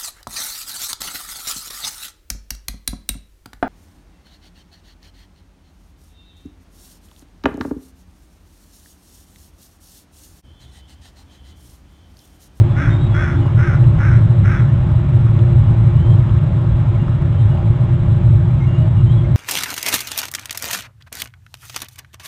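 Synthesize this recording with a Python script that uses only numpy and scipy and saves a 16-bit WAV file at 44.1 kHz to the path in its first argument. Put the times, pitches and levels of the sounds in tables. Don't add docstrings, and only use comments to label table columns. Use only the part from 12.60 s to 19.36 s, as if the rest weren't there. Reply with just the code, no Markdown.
import sys
import numpy as np
from scipy import signal
from scipy.fft import rfft, irfft
from scipy.io import wavfile
from scipy.ndimage import uniform_filter1d

SR = 44100
rng = np.random.default_rng(int(sys.argv[2]) if len(sys.argv) > 2 else 0)


def pcm_store(signal):
    levels = np.round(np.clip(np.atleast_2d(signal), -1, 1) * 32767)
    wavfile.write(sys.argv[1], SR, levels.astype(np.int16).T)


N = 298116

BUZZ_HARMONICS = [-47.5, -58, -54.5, -68.5, -58.5, -53, -52.5, -69.5, -61, -70.5, -57, -74, -62.5, -59.5,
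                  -61.5, -75.5, -68.5, -71, -60, -67.5, -67.5, -61.5, -61, -61.5, -63, -64, -66.5, -68.5,
                  -69]
# pitch_hz, level_db
HUMS = [(121, -24), (153.5, -30.5), (180, -37.5), (346.75, -36.5)]
# start_s, length_s, pitch_hz, level_db
PASSING_TONES = [(0.12, 0.37, 283.3, -27.5), (.72, 0.15, 281, -27.5), (3.84, 0.12, 542.4, -35.5),
                 (4.968, .08, 785, -38), (6.163, 0.15, 632, -34.5)]
# centre_hz, width_hz, lift_db
HOLLOW_MODES = [(115.1, 47, 13), (348, 28, 2.5), (640, 180, 3.5), (818.5, 61, 7)]
# frequency_hz, relative_db
SURF_SPECTRUM = [(120, -36.5), (200, -13), (231, -9.5), (311, -10), (346, -1), (376, -11.5), (489, -18),
                 (578, -9.5), (691, -20.5), (1060, -15.5), (1200, -18.5), (3460, -35), (4500, -56),
                 (7610, -120)]
# frequency_hz, relative_db
WIND_SPECTRUM = [(25, -23.5), (50, -13), (80, -13), (150, -13), (200, -22.5), (300, -32.5), (420, -49)]
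# time_s, level_db
WIND_GUSTS = [(0, -11), (.8, -13.5), (1.4, -10), (2.2, -11.5), (2.7, -11), (4.2, -12), (4.7, -13.5),
              (5.5, -12.5), (6.76, -11.5)]
# time_s, peak_db, pitch_hz
WIND_KNOCKS = [(1.434, -17.5, 178), (1.907, -16.5, 179.6), (2.449, -17, 212.7), (2.738, -19.5, 177.5),
               (3.121, -16, 213.6), (3.713, -20, 179), (4.359, -21.5, 182.3), (4.428, -10.5, 184.5),
               (4.809, -23.5, 344)]
# time_s, level_db, pitch_hz
TWIG_TICKS = [(1.2414, -32, 2780), (1.5598, -44.5, 3410), (1.9046, -28.5, 2517), (2.792, -32, 3416),
              (2.9338, -36, 2750), (3.6094, -41.5, 3190), (3.6963, -35.5, 3180), (3.789, -37.5, 2780),
              (4.4823, -24.5, 1290), (4.9748, -33.5, 2870), (5.0676, -41, 2390), (6.1801, -43, 2870),
              (6.2784, -29.5, 1085), (6.2784, -41, 3120), (6.411, -38.5, 2827)]
# centre_hz, width_hz, gain_db
CROW_FORMANTS = [(1434, 420, 6.5), (2040, 400, -5), (2288, 300, -4), (3720, 500, -30.5)]
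# start_s, length_s, effort_db, top_hz, top_after_s
CROW_CAWS = [(0.152, .21, -27, 321.3, 0.07), (0.529, .24, -26.5, 319, 0.088),
             (0.962, .23, -27.5, 316, .095), (1.375, .235, -28, 323, .095),
             (1.828, 0.22, -28, 321.8, 0.094)]
# start_s, length_s, level_db, swell_db, first_hz, middle_hz, last_hz
EAGLE_WHISTLES = [ (0.094, .08, -52, 0, 3480, 3455, 3470), (0.173, .1, -46.5, 1, 3410, 3405, 3320),
                  (0.287, .095, -44.5, 0, 3660, 3660, 3670), (0.376, .115, -47, -2, 3730, 3780, 3760),
                  (0.301, .2, -55, 0, 3190, 3270, 3430), (0.502, .085, -44.5, -1.5, 3425, 3346, 3310),
                  (0.576, .2, -49, -7, 3330, 3410, 3360), (.75, .06, -51.5, -2.5, 3510, 3530, 3460),
                  (0.797, .095, -50, 2.5, 3110, 2890, 2910), (1.936, .075, -50, 3, 3450, 3420, 3350),
                  (2.982, .12, -53, 0, 2950, 2920, 2995), (3.335, .05, -50, 1, 2910, 2910, 2800),
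                  (3.374, .165, -46, 9, 2886, 3130, 3170), (3.525, .05, -55.5, -5, 3220, 3196, 3210),
                  (4.345, .03, -42.5, 0, 2170, 2200, 2190), (4.385, 0.078, -47.5, -6, 2830, 2826, 2870),
                  (4.493, 0.06, -53, 1, 2770, 2820, 2830), (4.665, .08, -56.5, 4, 2885, 2890, 3060),
                  (4.758, .075, -49.5, 3, 3076, 3110, 3160), (4.795, .06, -54.5, -1.5, 3450, 3670, 3720),
                  (4.842, .035, -50.5, 1, 3240, 3246, 3330), (4.882, .115, -53, 1.5, 2870, 2880, 2810),
                  (5.996, .06, -40.5, 2.5, 2184, 2116, 2270), (6.055, .195, -46.5, -0.5, 2794, 2826, 3000),
                  (6.356, .08, -48, -0.5, 3010, 2825, 2875), (6.458, .08, -44.5, -1, 3070, 3136, 3390),
                  (6.536, .04, -51.5, -5, 3366, 3310, 3230), (6.507, .055, -50, 0.5, 3750, 3884, 3700),
                  (6.564, .07, -46.5, -6.5, 3436, 3300, 3136), (6.637, .028, -38.5, -2, 2200, 2140, 2080), ]
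# frequency_hz, gain_db
TONE_CURVE = [(10, 1), (150, 1), (320, -3), (3500, -3), (4300, 0), (22050, 0)]


def gain_of(db):
    return 10 ** (np.asarray(db) / 20)


def unit_rms(x):
    return x / np.sqrt(np.mean(x ** 2) + 1e-20)


def curve_db(points, hz):
    point_hz, db = np.transpose(points)
    return np.interp(np.log(hz + 1), np.log(point_hz + 1), db, left=-120, right=-120)


def add(mix, start_s, sound):
    part = mix[round(start_s * SR):][:len(sound)]
    part += sound[:len(part)]


def wander(n, hz):
    span = max(int(SR / hz), 1)
    noise = rng.standard_normal(n + 2 * span)
    return unit_rms(uniform_filter1d(uniform_filter1d(noise, span), span))[span:span + n]


def resonate(x, hz, width_hz):
    turn = np.exp(2j * np.pi * np.cumsum(hz) / SR)
    pole = np.exp(-np.pi * width_hz / SR)
    for _ in range(2):
        x = 2 * (turn * signal.lfilter([1 - pole], [1, -pole], x / turn)).real
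    return x


def fade(t, rise_s, fall_s):
    return np.sin(np.pi / 2 * np.clip(np.minimum(t / rise_s, (t[-1] - t) / fall_s), 0, 1)) ** 2


def sine(cycles):
    return np.sqrt(2) * np.sin(2 * np.pi * cycles)


def mains_buzz(t, mains_hz=59.977):
    return sum(gain_of(db) * sine(mains_hz * (11 + 2 * k) * t + rng.random())
               for k, db in enumerate(BUZZ_HARMONICS))


def low_tones(t):
    hums = sum(gain_of(db + 1.5 * wander(N, 4)) * sine(hz * t + rng.random()) for hz, db in HUMS)
    for start_s, length_s, hz, db in PASSING_TONES:
        n = int(length_s * SR)
        envelope = gain_of(db + 2 * wander(n, 12)) * signal.windows.tukey(n, .6)
        add(hums, start_s, envelope * sine(hz * t[:n]))
    return hums


def hollow_noise(spectrum, patchy_db):
    real, imag, patches = rng.standard_normal((N // 128 + 9, 257, 3)).T
    patches = unit_rms(uniform_filter1d(uniform_filter1d(patches, size=6, axis=0), size=25, axis=1))
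    frames = (real + 1j * imag) * gain_of(patchy_db * patches)
    noise = signal.istft(frames, nperseg=512, noverlap=384)[1][:N]
    hz = np.fft.rfftfreq(N, 1 / SR)
    lift_db = sum(db / (1 + (2 * (hz - centre) / width) ** 2) for centre, width, db in HOLLOW_MODES)
    return unit_rms(irfft(rfft(noise) * gain_of(curve_db(spectrum, hz) + lift_db), N))


def far_surf(t, level_db=-27.5, ebb_db_per_s=-.4042):
    return hollow_noise(SURF_SPECTRUM, patchy_db=1.3) * gain_of(level_db + ebb_db_per_s * t)


def wind_boom(t):
    boom = hollow_noise(WIND_SPECTRUM, patchy_db=.96)
    power = abs(uniform_filter1d(boom ** 2, size=2600))
    steadied = unit_rms(boom / (power + .05) ** .035)
    return gain_of(np.interp(t, *np.transpose(WIND_GUSTS))) * steadied


def wind_knock(peak_db, hz, rise_s=.0027):
    t = np.arange(2600) / SR
    envelope = t / rise_s * np.exp(1 - t / rise_s)
    return gain_of(peak_db) * envelope * np.sin(2 * np.pi * hz * t)


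def twig_tick(level_db, hz, rise_s=.0008):
    t = np.arange(400) / SR
    envelope = t / rise_s * np.exp(1 - t / rise_s)
    phase = 2 * np.pi * hz * t
    snap = np.sin(phase) + .5 * np.sin(phase * rng.uniform(.86, 1.12) + 1)
    return gain_of(level_db) * envelope * snap


def shore_echoes(calls, decay_s=.22):
    t = np.arange(SR // 2) / SR
    taps = rng.standard_normal(len(t)) * (rng.random(len(t)) < .05)
    taps *= gain_of(-60 * t / decay_s) * (t > .006)
    return signal.fftconvolve(calls, taps / np.linalg.norm(taps))[:N]


def crow_caw(length_s, effort_db, top_hz, top_after_s, rest_hz=280, arch_s=.035, accent_db=1.5, sag_db=2):
    t = np.arange(0, length_s, 1 / SR)
    n, progress = len(t), t / length_s
    arch = np.exp(-((t - top_after_s) / arch_s) ** 2)
    hz = rest_hz + (top_hz - rest_hz) * arch
    rough = np.clip(.35 + .27 * progress - .2 * arch, 0, 1)
    cycles = np.cumsum(hz * (1 + .024 * wander(n, 180))) / SR
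    pulses = sum(np.cos(2 * np.pi * k * cycles) for k in range(3, 13))
    pulses *= 1 + 1.1 * rough * np.cos(np.pi * cycles)
    puffs = (.48 + np.exp(-(cycles % 1) / .3)) * rng.standard_normal(n)
    drive = (1 - rough) * unit_rms(pulses) + rough * unit_rms(puffs)
    gape = (hz / 295) ** .3
    voice = sum((-1) ** k * gain_of(db) * resonate(drive, centre * gape, width)
                for k, (centre, width, db) in enumerate(CROW_FORMANTS))
    throbs = np.cumsum(50 * (1 + .25 * wander(n, 43))) / SR
    rasp = 1 + .35 * np.sin(2 * np.pi * (throbs + rng.random()))
    push = gain_of(effort_db + accent_db * arch - sag_db * progress)
    return push * rasp * unit_rms(voice) * fade(t, rise_s=.03, fall_s=.05)


def eagle_whistle(length_s, level_db, swell_db, first_hz, middle_hz, last_hz):
    t = np.arange(0, length_s, 1 / SR)
    n, position = len(t), 2 * t / length_s - 1
    bend_hz = (first_hz + last_hz) / 2 - middle_hz
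    hz = middle_hz + (last_hz - first_hz) / 2 * position + bend_hz * position ** 2
    cycles = np.cumsum(hz * (1 + .005 * wander(n, 90))) / SR
    strength = gain_of(level_db + swell_db / 2 * position + 1.8 * wander(n, 60))
    air = unit_rms(resonate(rng.standard_normal(n), hz, width_hz=300))
    return strength * (sine(cycles) + .32 * air) * fade(t, rise_s=.017, fall_s=.015)


def scene():
    t = np.arange(N) / SR
    eagle, crow, twigs, knocks = np.zeros((4, N))
    for start_s, *note in EAGLE_WHISTLES:
        add(eagle, start_s, eagle_whistle(*note))
    for start_s, *call in CROW_CAWS:
        add(crow, start_s, crow_caw(*call))
    for time_s, db, hz in TWIG_TICKS:
        add(twigs, time_s - .0007, twig_tick(db, hz))
    for time_s, db, hz in WIND_KNOCKS:
        add(knocks, time_s - .003, wind_knock(db, hz))
    echoes = shore_echoes(gain_of(-9) * eagle + gain_of(-4) * crow)
    background = wind_boom(t) + far_surf(t) + low_tones(t) + mains_buzz(t)
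    return (background + knocks + twigs + echoes + crow + eagle)[None]


def record(dry, knee=3.3, edge_hz=9250):
    ceiling = np.where(dry > 0, .75, 1.6)
    squashed = dry / (1 + abs(dry / ceiling) ** knee) ** (1 / knee)
    fine = signal.resample_poly(squashed - squashed.mean(), 160, 147, axis=1)
    nearest = np.round(np.arange(N) * 160 / 147).astype(int)
    coarse = fine[:, np.minimum(nearest, fine.shape[1] - 1)]
    toned = irfft(rfft(coarse) * gain_of(curve_db(TONE_CURVE, np.fft.rfftfreq(N, 1 / SR))), N)
    lowpass = signal.firwin(511, edge_hz, window=("kaiser", 6), fs=SR)
    return signal.oaconvolve(np.clip(toned, -1, 1), lowpass[None], "same")


dry = scene()
out = record(dry)
pcm_store(out)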